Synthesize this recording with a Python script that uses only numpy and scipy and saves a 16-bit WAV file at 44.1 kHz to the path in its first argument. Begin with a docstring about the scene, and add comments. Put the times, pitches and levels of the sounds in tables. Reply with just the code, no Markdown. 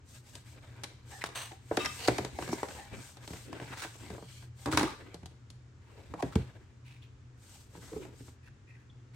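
"""Small room with a wooden floor and a humming appliance: hands peel open a cardboard sleeve,
fold back its flaps, slide the box out, drop the sleeve and set the box down.
Contacts: damped modes plus noise cracks. Friction: coloured noise through panel resonances.
Creaks and slides: narrow wandering resonances. Pops: short swings. Rips and crackle: random impulses.
The room answers with decaying noise over the drone and low rumble."""
import sys
import numpy as np
from scipy import signal
from scipy.fft import rfft, irfft, next_fast_len
from scipy.io import wavfile
from scipy.ndimage import uniform_filter1d, map_coordinates

SR = 44100
rng = np.random.default_rng(int(sys.argv[2]) if len(sys.argv) > 2 else 0)


def generate_wav(sig):
    """Save sig (samples, or channels by samples) to the path in sys.argv[1] as 16-bit PCM at SR."""
    pcm = np.round(np.clip(np.atleast_2d(sig).T, -1, 1) * 32767).astype(np.int16)
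    wavfile.write(sys.argv[1], SR, pcm)


N = 403515
T = np.arange(SR // 3) / SR  # clock of one short event, s
TOP_HZ = 16000

# Contacts: t/s, level/dB, box thump re level/dB, edge re level before treble tilt/dB
# flaps and card edges slapping
SLAP_HITS = [(1.77, -29, -30, -7), (2.08, -25.5, -9, -16.5), (2.182, -33, -3.5, -8), (6.224, -32, 0, -15.5)]
# creases and glued tabs letting go, corners clicking; same columns
SNAP_HITS = [(.353, -58.5, 2, 1.5), (0.835, -51.5, -4, 3.5), (0.84, -57.5, 1, 10.5),
             (1.239, -45.5, -7, 1.5), (1.289, -51, -16, -21), (1.850, -44.5, -5, 1),
             (1.858, -51.5, -14, 11), (2.083, -37.5, 3, 1.5), (2.248, -41, -7, -8), (3.17, -57, -7, -16),
             (3.276, -50.5, -2, -6), (3.599, -50, -13, -36), (4.659, -52, 1, 1), (5.143, -49, -1.5, -13.5),
             (5.258, -55.5, -10, -7), (5.502, -67.5, 7, -1)]
# fingers and flaps knocking on the box; same columns
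KNOCK_HITS = [(1.517, -52.5, -22, -6), (1.712, -32, -9.5, -50), (2.387, -39, -10, -15),
              (2.423, -44.5, -2.5, -7), (2.477, -48, -8, -8), (2.489, -45, 5, -8),
              (2.529, -41.5, -10, -9.5), (2.581, -55, -6, -7), (2.630, -36.5, -19, -13),
              (2.685, -51, -0.5, -4.5), (2.989, -62.5, 13, -4), (3.304, -50.5, 8.5, -13),
              (3.332, -49.5, -3, -7), (3.528, -51.5, 5, -3.5), (3.599, -48.5, -14, -11),
              (3.614, -48.5, -13, -23), (3.847, -45.5, -8, -11), (3.954, -58, -9, -10),
              (4.101, -48.5, 5, -8.5), (4.149, -52, -5, -29), (4.18, -49, -11, -21),
              (4.224, -51.5, 1.5, -21), (4.424, -65.5, -1, 0.5), (5.231, -58, 10.5, -11),
              (6.138, -41.5, -8, -19.5), (7.751, -53.5, 1.5, -17), (7.931, -52, 4.5, -17),
              (8.051, -52.5, -20, -14), (8.281, -60, 6, -12)]
# box settling with its weight; same columns
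THUD_HITS = [(3.617, -56.5, 11.5, -20), (3.701, -54, 4, -17), (6.355, -32, 8.5, -12.5),
             (7.775, -54.5, 2.5, -15), (7.96, -38, -5, -49), (8.203, -57, 9, -18)]
# empty sleeve tumbling onto the floor; same columns
TUMBLE_HITS = [(4.658, -33, -3, -20), (4.673, -33, -5.5, -32), (4.684, -37, -13, -26),
               (4.725, -34.5, -5.5, -9.5), (4.733, -32, -2.5, -16), (4.747, -39.5, -8, -10.5),
               (4.773, -29.5, -6.5, 0), (4.785, -33.5, -8, -8.5), (4.794, -34, -1, -4),
               (4.809, -31, -20, -16), (4.83, -28.5, -14, -13.5)]
SNAP_T60_S, KNOCK_T60_S = .011, .025
EDGE_REF_DB = -44.5  # middling snap edge; a bigger break sounds deeper, a smaller one thinner

# Modes of the card: f/Hz, level/dB, t60/s
CARD_MODES = [(316.8, -1.5, 0.1), (367.8, 4, 0.11), (436.4, 4.5, 0.082), (514.3, -2, 0.14),
              (607, 3, 0.0655), (721, 4.5, 0.061), (915, -10, 0.077), (1073, -23.5, 0.024),
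              (1495, -17, 0.18)]
# modes of the box; same columns
BOX_MODES = [(68.8, -13, 0.366), (96.5, -3.5, 0.068), (128, -11, 0.28), (167, -2, 0.13),
             (206.4, -8.5, 0.11), (254.3, -3, 0.077)]
# modes of the empty sleeve; same columns
SLEEVE_MODES = [(215.6, 2, 0.074), (298.6, 17, 0.11), (391, 5, 0.14), (569, 2.5, .07), (760, 1, 0.078),
                (1210, -15, 0.21)]
# modes of the lid; same columns
LID_MODES = [(288, -13.5, 0.21), (371, -1.5, 0.12), (452, -1.5, 0.1)]
# near-flat spectra of crack and after-ring: f/Hz, density/(dB per Hz)
CRACK_SPECTRUM, AFTER_SPECTRUM = [(100, 0.0067), (10000, 0.0019)], [(100, 0.026), (10000, 0.013)]
# left-right likeness of the crack: f/Hz, likeness/(-1..1)
CRACK_ALIKE = [(1000, 0.052), (8000, 0.076)]

# Hands and cuffs brushing, one swell per movement: middle t/s, half length/s, level/dB
BRUSHES = [(0.141, 0.068, -58), (0.332, 0.084, -59.5), (0.503, 0.057, -62.5), (1.155, 0.075, -54.5),
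           (1.45, 0.11, -58.5), (1.991, 0.26, -50), (2.486, 0.13, -51), (2.712, 0.15, -54.5),
           (3.052, 0.098, -55), (3.357, 0.12, -53.5), (3.953, 0.33, -59.5), (4.357, 0.1, -59),
           (4.65, 0.074, -57.5), (6.262, 0.089, -66.5), (7.534, 0.12, -59), (7.897, 0.17, -58.5),
           (8.239, 0.095, -62)]
# card dragged over card, bending: middle t/s, half length/s, level/dB, flexing re rubbing before trim/dB
CARD_DRAGS = [(0.66, 0.29, -63, 4.5), (1.2, 0.18, -64.5, 10), (2.484, 0.1, -56, 16.5),
              (2.77, 0.17, -54.5, 5.5), (2.962, 0.047, -55, 14), (3.415, 0.31, -60, 5.5),
              (3.7, 0.14, -51.5, 1), (4.085, 0.081, -56, 7.5), (6.056, 0.2, -64, 10),
              (7.974, 0.28, -67, 11.5)]
FLEX_TRIM_DB = -3.5  # on all flexing
# card slides and shudders to rest after each contact: level re contact, rise, decay, flexing re rubbing before trim
SETTLE_DB, SETTLE_RISE_S, SETTLE_T60_S, SETTLE_FLEX_DB = -26, 0.0038, 0.99, 12.5
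BRUSH_RUB_DB, RUB_HISS_DB = -6.5, -8.5  # a brushing hand also rubs the face; rubbed card also hisses
# flexing sheet: f/Hz, density/(dB per Hz)
FLEX_SPECTRUM = [(30, -20), (70, 10.5), (140, -5.5), (300, 2.5), (450, -2.5), (700, -12.5), (1500, -85)]
# rubbed face; same columns
FACE_SPECTRUM = [(250, -43.5), (550, -5.5), (800, -12), (1300, -8.5), (1800, -9), (2600, -10.5),
                 (3600, -16.5), (7000, -42.5)]
# fibre hiss; same columns
HISS_SPECTRUM = [(1500, -32.5), (2800, 4), (3700, 6), (5500, 6.5), (8500, 10), (10000, -7), (12000, -1),
                 (15500, -11.5)]
# catching fibres; same columns
CRACKLE_SPECTRUM = [(400, -23), (900, 5.5), (2200, 3), (5000, 8), (9000, -24), (15000, -30)]
CRACKLE_PER_S, CRACKLE_DB, CRACKLE_CLUMP_DB = 230, -9.5, 1  # fibres caught, level re rubbing, clump depth
# panel resonances colouring friction: f/Hz, width/Hz, level/dB
PANEL_RESONANCES = [(801, 61, 6.5), (930, 92, 6.5), (1355, 22.5, -2), (1610, 150, 4.5), (2030, 83, 3),
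                    (2320, 79, 5), (2620, 19.3, 6), (3900, 550, 3.5)]

# Creaks or groans, fingers and card sliding under pressure:
# t/s, length/s, level/dB, lower f/Hz, upper f/Hz, upper re lower/dB
CREAK_EVENTS = [(1.116, 0.07, -51.5, 785, 1770, 1.5), (1.509, 0.029, -51.5, 780, 1740, -18),
                (1.846, 0.0037, -33, 1830, 5550, -8), (1.856, 0.0087, -29.5, 1880, 5380, -2),
                (2.34, 0.1, -54.5, 820, 2210, -3), (2.771, 0.067, -51.5, 823, 1760, -5),
                (2.48, 0.065, -43, 238, 388, -4), (7.915, 0.033, -45, 314, 465, 1),
                (7.982, 0.05, -44.5, 390, 505, -8)]
CREAK_WIDTH, CREAK_DRIFT = 0.2, 0.0144  # shares of pitch

# Card peeling or scraping in quick slips: t/s, length/s, level/dB, squeak f/Hz, squeak share/(0..1)
SCRAPE_EVENTS = [(1.209, 0.019, -40, 2140, 0.92), (1.256, 0.017, -42.5, 3000, 0.06),
                 (1.783, 0.074, -41.5, 2800, 0.75), (2.075, 0.0076, -30.5, 4900, 0.7),
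                 (2.511, 0.039, -46.5, 6200, 1), (3.762, 0.097, -45, 1430, 0.1),
                 (3.815, 0.04, -40.5, 1520, 0.47), (4.707, 0.061, -40.5, 1200, 0.08),
                 (4.779, 0.058, -38, 1120, 0.4), (6.321, 0.02, -50, 1400, 0.7),
                 (6.838, 0.13, -60.5, 2630, 0.82), (7.013, 0.046, -61.5, 3000, 1),
                 (8.473, 0.015, -57, 1700, 1), (8.756, 0.085, -68.5, 1900, 1),
                 (9.131, 0.05, -63, 2200, 0.6)]
# rasp of a scrape, then its near-flat squeak source: f/Hz, density/(dB per Hz)
SCRAPE_SPECTRUM = [(100, -16.0), (300, -4.5), (1000, 8.5), (3500, 6.5),
                   (9000, 3), (12000, -16.0), (16000, -6.0)]
SQUEAK_SPECTRUM = [(100, 0.0018), (10000, 0.11)]

# Panels buckling or landing flat: t/s, level/dB, f/Hz, half length/cycles
POP_EVENTS = [(1.2407, -17, 1110, 0.21), (1.7145, -21.5, 616, 0.42), (2.0856, -9.5, 500, 0.5),
              (2.3905, -26, 750, 0.59), (2.530, -23, 740, 0.38), (2.535, -22, 346, 0.92),
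              (2.6322, -17.5, 860, 0.24), (3.53, -31.5, 990, 0.48), (3.6005, -31, 1800, 0.37),
              (4.2265, -42, 1000, .35), (4.733, -26, 1290, 0.88), (4.7745, -14.5, 850, .4),
              (4.831, -24.5, 1580, 0.6), (4.840, -20, 302, 1), (6.1395, -28, 970, 0.66),
              (6.3646, -14.5, 183, 0.53)]

# Glued strip tearing away: t/s, length/s, level/dB
RIP_EVENTS = [(1.348, 0.047, -37), (1.391, .075, -44)]
FIBRES_PER_S, FIBRE_SPREAD_DB = 5600, 1.5  # fibres parting, scatter of strength
# parting fibres: f/Hz, density/(dB per Hz)
FIBRE_SPECTRUM = [(200, -26), (450, -2), (750, 1.5), (1700, -0.5), (4000, 0), (9000, -10), (11000, -15.5),
                  (16000, -16)]
# resonances of the pulled strip: f/Hz, width/Hz, level/dB
STRIP_RESONANCES = [(1100, 300, 3.5), (1750, 150, 6), (2860, 200, 5.5), (4200, 230, 1.5),
                    (5140, 670, -12.5), (6200, 400, 6.5), (7160, 500, -9.5), (8440, 1100, 10.5)]

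# Stiff flap springing free: t/s, level/dB
PING_EVENTS = [(1.793, -41), (1.854, -44.5)]
# its thin modes: f/Hz, level/dB, t60/s
FLAP_MODES = [(1216, 4, 0.29), (2059, -2.5, 0.14), (2620, 2.5, 0.33), (3150, 0.5, 0.16), (3746, 2.5, 0.23),
              (5250, -4, 0.201)]
PING_LEAN_DB = 3.5  # left up, right down
PING_ROUGH_DB, PING_ROUGH_PER_S, PING_WAVER_RAD = 4.5, 110, 1.0

# Card gliding along an edge or fingertip: t/s, length/s, level/dB, growth over stroke/dB,
# lower f/Hz, upper f/Hz, upper re lower/dB, pitch glide/share, rasp re lower resonance/dB
SLIDE_EVENTS = [(1.97, 0.108, -45.5, 9, 2900, 4510, -0.5, 0.027, 5),
                (1.975, .1, -53, 11, 480, 720, -1, .05, -20),
                (2.10, 0.13, -51.5, -4, 2250, 3430, -12, -.06, -18),
                (2.42, 0.24, -53, -1, 2190, 1640, -1, -.08, -12),
                (3.625, 0.16, -58, 4, 921, 2650, -1, .06, 0),
                (4.16, 0.265, -63.5, 6, 3130, 4350, -1.5, 0.029, -4),
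                (4.27, .155, -65, 5.5, 2350, 5680, -6, .05, -15),
                (4.835, .11, -45, -20, 1200, 900, -2.5, -.04, -7),
                (6.178, 0.031, -42.5, 20, 810, 1020, -2.5, -.1, -13.5),
                (8.425, 0.06, -64.5, 5, 1800, 2500, 0, .02, -2),
                (8.668, 0.1, -62.5, -1, 1960, 2520, -0.5, -0.0091, -10.5)]
SLIDE_WIDTH, SLIDE_DRIFT = .17, .015  # shares of pitch
SLIPS_PER_S, SLIP_DEPTH_DB = 170, 3
# rasp of a slide: f/Hz, density/(dB per Hz)
RASP_SPECTRUM = [(200, -22), (800, -4), (2000, 0), (4500, -2), (9000, -9), (15000, -24)]

# Fingertips slipping on the lid: t/s, level/dB, f/Hz
TICK_EVENTS = [(7.022, -50, 3520), (8.897, -50, 3400)]
TICK_RISE_S, TICK_T60_S = 0.0028, 0.038

# Room rumble: f/Hz, density/(dB per Hz)
AIR_SPECTRUM = [(25, -37.5), (42, -11), (65, -8), (125, 0), (155, -18), (250, -17.5), (400, -22),
                (600, -31), (1500, -30.5), (4000, -41), (7200, -41), (9500, -55.5), (16000, -80)]
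AIR_DB = -55.5
# appliance lines: f/Hz, level/dB
HUM_LINES = [(121.9, -60.5), (84, -67)]
# left-right likeness of the room: f/Hz, likeness/(-1..1)
ROOM_LIKENESS = [(35, 0.27), (70, 1), (130, 0.95), (290, 0.92), (640, 0.11), (3000, 0.18)]
# left-right likeness close by; same columns
NEAR_LIKENESS = [(40, 0.8), (200, 0.33), (640, 0.96), (1400, 0.54), (3100, 0.29), (7000, 0.25), (15000, 1)]
# reverberation: f/Hz, t60/s
ROOM_T60 = [(80, 0.43), (250, 0.15), (1000, 0.45), (4000, 0.54), (12000, 0.33)]
ECHO_SPECTRUM = [(100, 0.02), (10000, 0.017)]  # near-flat; f/Hz, density/(dB per Hz)


def amp(db):
    """Decibels to gain."""
    return 10 ** (np.asarray(db) / 20)


def lean(db):
    """Stereo gains: left up and right down by db."""
    return amp([[db], [-db]])


def unit(x):
    """Scale to rms 1."""
    return x / np.sqrt(np.mean(x ** 2) + 1e-20)


def blow(x):
    """Scale to the energy of 25 ms at rms 1."""
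    return unit(x) * np.sqrt(.025 * SR / x.shape[-1])


def along(points, hz):
    """Interpolate (f/Hz, value) points on a log frequency axis."""
    f, v = np.transpose(points)
    return np.interp(np.log(hz + 1), np.log(f + 1), v)


def wobble(knots_per_s, size=N):
    """Smooth random curve through normal knots."""
    knots = rng.standard_normal(int(size * knots_per_s / SR) + 4)
    return map_coordinates(knots, [np.arange(size) * knots_per_s / SR])


def filtered(x, response):
    """Multiply the spectrum of x by a complex response of frequency."""
    n = x.shape[-1]
    m = next_fast_len(n + 8192)
    return irfft(rfft(x, m) * response(np.fft.rfftfreq(m, 1 / SR)), m)[..., :n]


def band(x, lo_hz, hi_hz, order=2):
    """Causal band-pass."""
    sos = signal.butter(order, [lo_hz, min(hi_hz, SR / 2 - 1)], 'band', fs=SR, output='sos')
    return signal.sosfilt(sos, x)


def noise(spectrum, alike, size=N):
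    """Coloured stereo noise of rms 1; likeness sets the mid-side split."""
    def response(hz):
        turn = np.arccos(np.clip(along(alike, hz), -1, 1)) / 2
        return amp(along(spectrum, hz)) * [np.cos(turn), np.sin(turn)]
    mid, side = filtered(rng.standard_normal((2, size)), response)
    return unit(np.array([mid + side, mid - side]))


def add(track, s, x):
    """Mix x in at time s."""
    part = track[:, max(round(s * SR), 0):][:, :x.shape[-1]]
    part += x[..., :part.shape[-1]]


def stroke(length_s):
    """Envelope of one short pull: quick rise, hold, release."""
    progress = T / length_s
    return (1 - np.exp(-(progress / 0.12) ** 2)) / (1 + progress ** 6)


def panel(x, resonances=PANEL_RESONANCES, shift=1):
    """The sheet radiates friction most strongly at its resonances; bending shifts them."""
    def response(f):
        return amp(sum(db / (1 + (2 * (f - hz * shift) / width) ** 2) for hz, width, db in resonances))
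    return unit(filtered(x, response))


def hum():
    """Appliance lines drone unsteadily over the room's low rumble."""
    t = np.arange(N) / SR
    lines = np.zeros(N)
    for hz, db in HUM_LINES:
        level = amp(db + 2.6 * wobble(2.5)) * np.sqrt(2)
        lines += level * np.sin(2 * np.pi * hz * t + 0.28 * wobble(18))
    return (lines + amp(AIR_DB) * noise(AIR_SPECTRUM, ROOM_LIKENESS)) * lean(.5)


def patchy(x, depth_db):
    """Resonances come and go as the grip on the card shifts."""
    z = signal.stft(x, nperseg=512)[2]
    field = uniform_filter1d(rng.standard_normal(z.shape[1:]), size=4, axis=0)
    field = uniform_filter1d(field, size=14, axis=1)
    return unit(signal.istft(z * amp(depth_db * unit(field)), nperseg=512)[1][:, :x.shape[-1]])


def swell(middle_s, half_s):
    """Power of one movement: it speeds up, glides and stops."""
    return np.exp(-2 * np.abs((np.arange(N) / SR - middle_s) / half_s) ** 3)


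def friction():
    """Gains of flexing, rubbing and hiss: brushes, drags and settling card add in power."""
    brush = sum(amp(db) ** 2 * swell(s, half) for s, half, db in BRUSHES)
    settle, t = np.zeros((1, N)), np.arange(SR) / SR
    for s, db, *_ in SLAP_HITS + SNAP_HITS + KNOCK_HITS + THUD_HITS + TUMBLE_HITS:
        decay = amp(db + SETTLE_DB - 60 * t / SETTLE_T60_S)
        add(settle, s, (decay * (1 - np.exp(-t / SETTLE_RISE_S))) ** 2)
    rub = settle[0].copy()
    flex = amp(SETTLE_FLEX_DB) ** 2 * settle[0]
    for s, half, db, flex_db in CARD_DRAGS:
        power = amp(db) ** 2 * swell(s, half)
        rub += power
        flex += power * amp(flex_db) ** 2
    face = rub + amp(BRUSH_RUB_DB) ** 2 * brush
    hiss = brush + amp(RUB_HISS_DB) ** 2 * rub
    return np.sqrt([flex, face, hiss])


def crackle():
    """Single fibres catch and snap free, in clumps."""
    catches = (rng.random(N) < CRACKLE_PER_S / SR) * rng.uniform(-0.88, 1, (2, N))
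    clumps = amp(CRACKLE_CLUMP_DB * np.tanh(wobble(60)))
    return panel(filtered(catches * clumps, lambda hz: amp(along(CRACKLE_SPECTRUM, hz))))


def rubbing():
    """Skin, cloth and card slide over each other: the sheet flexes, its face rubs, fibres hiss and crackle."""
    flex_gain, face_gain, hiss_gain = friction()
    grip_db = 3.85 * wobble(41)
    flex = flex_gain * amp(grip_db + FLEX_TRIM_DB) * patchy(noise(FLEX_SPECTRUM, NEAR_LIKENESS), depth_db=4.5)
    face = face_gain * amp(grip_db) * panel(patchy(noise(FACE_SPECTRUM, NEAR_LIKENESS), depth_db=2.4))
    hiss = hiss_gain * amp(grip_db / 4) * patchy(noise(HISS_SPECTRUM, NEAR_LIKENESS), depth_db=1.2)
    fibres = face_gain * amp(CRACKLE_DB) * crackle()
    grain = unit(amp(0.75 * wobble(810) + 0.84 * wobble(110)))
    return (flex + fibres + grain * (face + hiss)) * lean(1.15)


def ring(modes, detune, scatter_db):
    """Damped modes; grip and struck spot change their pitch and strength."""
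    hz, db, t60 = np.transpose(modes)[:, :, None]
    pitch, level = rng.standard_normal((2, len(modes), 1))
    decay = amp(db + scatter_db * level - 60 * T / t60)
    return np.sum(decay * np.sin(2 * np.pi * hz * np.exp(detune * pitch) * T), axis=0)


def burst(t60_s, tail_db, tail_t60_s):
    """A brief crack, nearly independent left and right, and the sheet's dense after-ring."""
    crack = noise(CRACK_SPECTRUM, CRACK_ALIKE, size=len(T)) * amp(-60 * T / t60_s)
    after = panel(noise(AFTER_SPECTRUM, NEAR_LIKENESS, size=len(T))) * amp(tail_db - 60 * T / tail_t60_s)
    return (crack + after) * (1 - np.exp(-T / 0.00099))


def contacts(table, modes, travel_s, soft_hz, crack_t60_s, push_db, dull_db, detune, lean_db, deepen=0):
    """Each contact thumps the box, rings the card and cracks at its edge; bending waves make it chirp down."""
    def bend(hz):
        # delay = travel_s * (sqrt(1000 / f) - 1/4): lows arrive late
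        return np.exp(-2j * np.pi * travel_s * (2 * np.sqrt(1000 * hz) - hz / 4))

    out = np.zeros((2, N))
    for s, db, thump_db, edge_db in table:
        thump = blow(band(ring(BOX_MODES, detune=0.038, scatter_db=6.0), 70, 350, order=3))
        push = blow(band(burst(.009, -22, .12), 350, 1500))
        tone = blow(ring(modes, detune, scatter_db=0.5))
        card = blow(band(tone + amp(push_db) * push, 175, soft_hz))
        clack = blow(band(burst(crack_t60_s, -4.5, 0.039), 760, 2420, order=3))
        crack = band(burst(crack_t60_s, -13, 0.049), 2800, 11600, order=3)
        crack = blow(band(crack, 1880, 5500, order=1))
        pan_db = rng.normal(lean_db, 0.74)  # left over right
        tilt_db = dull_db + deepen * (db + edge_db - EDGE_REF_DB)
        edge = (amp(tilt_db) * clack + amp(-tilt_db) * crack) * lean(pan_db / 2)
        hit = card + amp(thump_db) * thump + amp(edge_db) * edge
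        add(out, s - travel_s / 3, amp(db) * filtered(hit, bend))
    return out


def room(x):
    """The walls answer after a few milliseconds; each frequency dies at its own speed."""
    echoes = noise(ECHO_SPECTRUM, ROOM_LIKENESS, size=len(T))
    hz, t, z = signal.stft(echoes, SR, nperseg=256)
    decay = amp(-60 * t / along(ROOM_T60, hz)[:, None])
    tail = signal.istft(z * decay, SR, nperseg=256)[1][:, :len(T)]
    tail = tail * (1 - np.exp(-(T / 0.006) ** 2))
    return signal.fftconvolve(x, tail / np.linalg.norm(tail[0]), axes=1)[:, :N]


def sing(hz, width, clock):
    """A narrow resonance kept going by uneven slips; the clock bends its pitch."""
    size = len(clock)
    drive = np.array([wobble(hz * width, size=size) + 1j * wobble(hz * width, size=size) for _ in range(2)])
    apart = np.clip(hz / 2500, 0, 1)  # higher is wider
    mid, side = np.real(drive * np.exp(2j * np.pi * hz * clock)) * [[1], [0.93 * apart]]
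    return unit(np.array([mid + side, mid - side]))


def creaks():
    """Uneven slips keep two narrow resonances going; their pitch drifts with the pressure."""
    out = np.zeros((2, N))
    for s, length, db, low_hz, high_hz, high_db in CREAK_EVENTS:
        clock = np.cumsum(np.exp(CREAK_DRIFT * wobble(25, size=len(T)))) / SR
        low = sing(low_hz, CREAK_WIDTH, clock)
        high = amp(high_db) * sing(high_hz, CREAK_WIDTH, clock)
        add(out, s, amp(db) * stroke(length) * unit(low + high))
    return out


def scrapes():
    """Fibres catch and let go many times a second; an edge may squeak in a narrow band."""
    out = np.zeros((2, N))
    for s, length, db, hz, squeak in SCRAPE_EVENTS:
        rasp = noise(SCRAPE_SPECTRUM, NEAR_LIKENESS, size=len(T))
        source = noise(SQUEAK_SPECTRUM, NEAR_LIKENESS, size=len(T))
        tone = unit(band(source, hz * 0.848, hz * 1.053, order=1))
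        slips = unit(amp(2.5 * wobble(500, size=len(T))))
        bent = np.exp(rng.normal(0, .06))
        rub = panel(np.sqrt(1 - squeak) * rasp + np.sqrt(squeak) * tone, shift=bent)
        add(out, s, amp(db) * stroke(length) * slips * rub)
    return out


def pops():
    """A panel flips through: a swing or two pushes and pulls the air."""
    out = np.zeros((2, N))
    for s, db, hz, cycles in POP_EVENTS:
        turns = hz * (T - T.mean())
        swing = np.sin(2 * np.pi * turns) * np.exp(-(turns / cycles) ** 2 / 2)
        add(out, s - T.mean(), -amp(db) * swing)
    return out


def rips():
    """Fibres part one by one, in clumps, and sound through the strip being pulled."""
    out = np.zeros((2, N))
    for s, length, db in RIP_EVENTS:
        strength_db = FIBRE_SPREAD_DB * rng.standard_normal(len(T)) + 2.5 * wobble(161, size=len(T))
        parting = (rng.random(len(T)) < FIBRES_PER_S / SR) * amp(strength_db)
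        fibres = parting * (rng.choice([-1, 1], len(T)) + 0.66 * rng.standard_normal((2, len(T))))
        coloured = filtered(fibres, lambda hz: amp(along(FIBRE_SPECTRUM, hz)))
        add(out, s, amp(db) * stroke(length) * panel(coloured, STRIP_RESONANCES))
    return out


def pings():
    """High modes ring on after the flap lets go; it chatters, so each wavers in level and phase by itself."""
    out = np.zeros((2, N))
    for s, db in PING_EVENTS:
        for hz, mode_db, t60 in FLAP_MODES:
            rough = unit(amp(PING_ROUGH_DB * wobble(PING_ROUGH_PER_S, size=len(T))))
            waver = PING_WAVER_RAD * wobble(PING_ROUGH_PER_S, size=len(T))
            note = rough * np.sin(2 * np.pi * hz * T + waver)
            add(out, s, amp(db + mode_db - 60 * T / t60) * note * (1 - np.exp(-T / 0.007)))
    return out * lean(PING_LEAN_DB)


def slides():
    """Card sticks and slips; resonances glide as the free length changes, and it stops on leaving the edge."""
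    out = np.zeros((2, N))
    for s, length, db, growth_db, low_hz, high_hz, high_db, glide, rasp_db in SLIDE_EVENTS:
        progress = T / length
        travel = np.minimum(progress, 1) - .5
        clock = np.cumsum(np.exp(glide * travel + SLIDE_DRIFT * wobble(25, size=len(T)))) / SR
        low = sing(low_hz, SLIDE_WIDTH, clock)
        high = amp(high_db) * sing(high_hz, SLIDE_WIDTH, clock)
        rasp = amp(rasp_db) * noise(RASP_SPECTRUM, NEAR_LIKENESS, size=len(T))
        slips = unit(amp(SLIP_DEPTH_DB * wobble(SLIPS_PER_S, size=len(T))))
        contact = (1 - np.exp(-(progress / .1) ** 2)) / (1 + progress ** 24)
        add(out, s, amp(db + growth_db * travel) * contact * slips * unit(low + high + rasp))
    return out


def ticks():
    """A fingertip slips once on the glossy lid and leaves a small clear note."""
    out = np.zeros((2, N))
    for s, db, hz in TICK_EVENTS:
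        note = np.sin(2 * np.pi * hz * T + 1.4 * wobble(400, size=len(T)))
        add(out, s, amp(db - 60 * T / TICK_T60_S) * (1 - np.exp(-(T / TICK_RISE_S) ** 2)) * note)
    return out


def scene():
    """All the handling, close by, in the humming room."""
    snaps = contacts(SNAP_HITS, CARD_MODES, travel_s=0.00053, soft_hz=2646, crack_t60_s=SNAP_T60_S,
                     push_db=-2, dull_db=-0.35, detune=0.1, lean_db=2.5, deepen=0.43)
    knocks = contacts(KNOCK_HITS, CARD_MODES, travel_s=0.00147, soft_hz=1475, crack_t60_s=KNOCK_T60_S,
                      push_db=-4.0, dull_db=2.5, detune=0.059, lean_db=-0.5)
    slaps = contacts(SLAP_HITS, CARD_MODES, travel_s=0.00594, soft_hz=1550, crack_t60_s=0.033,
                     push_db=-9.5, dull_db=2.0, detune=0.029, lean_db=0.5)
    thuds = contacts(THUD_HITS, LID_MODES, travel_s=0.00177, soft_hz=493, crack_t60_s=0.011,
                     push_db=1.0, dull_db=2.0, detune=0.067, lean_db=0.0)
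    tumble = contacts(TUMBLE_HITS, SLEEVE_MODES, travel_s=0.0014, soft_hz=1840, crack_t60_s=SNAP_T60_S,
                      push_db=-5.5, dull_db=0.8, detune=0.081, lean_db=0.7)
    handling = snaps + knocks + slaps + thuds + tumble
    handling += creaks() + scrapes() + pops() + rips() + pings() + slides() + ticks()
    return handling + amp(-10.5) * room(handling) + rubbing() + hum()


def record(dry):
    """Band limit: nothing passes from TOP_HZ up."""
    return filtered(dry, lambda hz: hz < TOP_HZ)


dry = scene()
out = record(dry)
generate_wav(out)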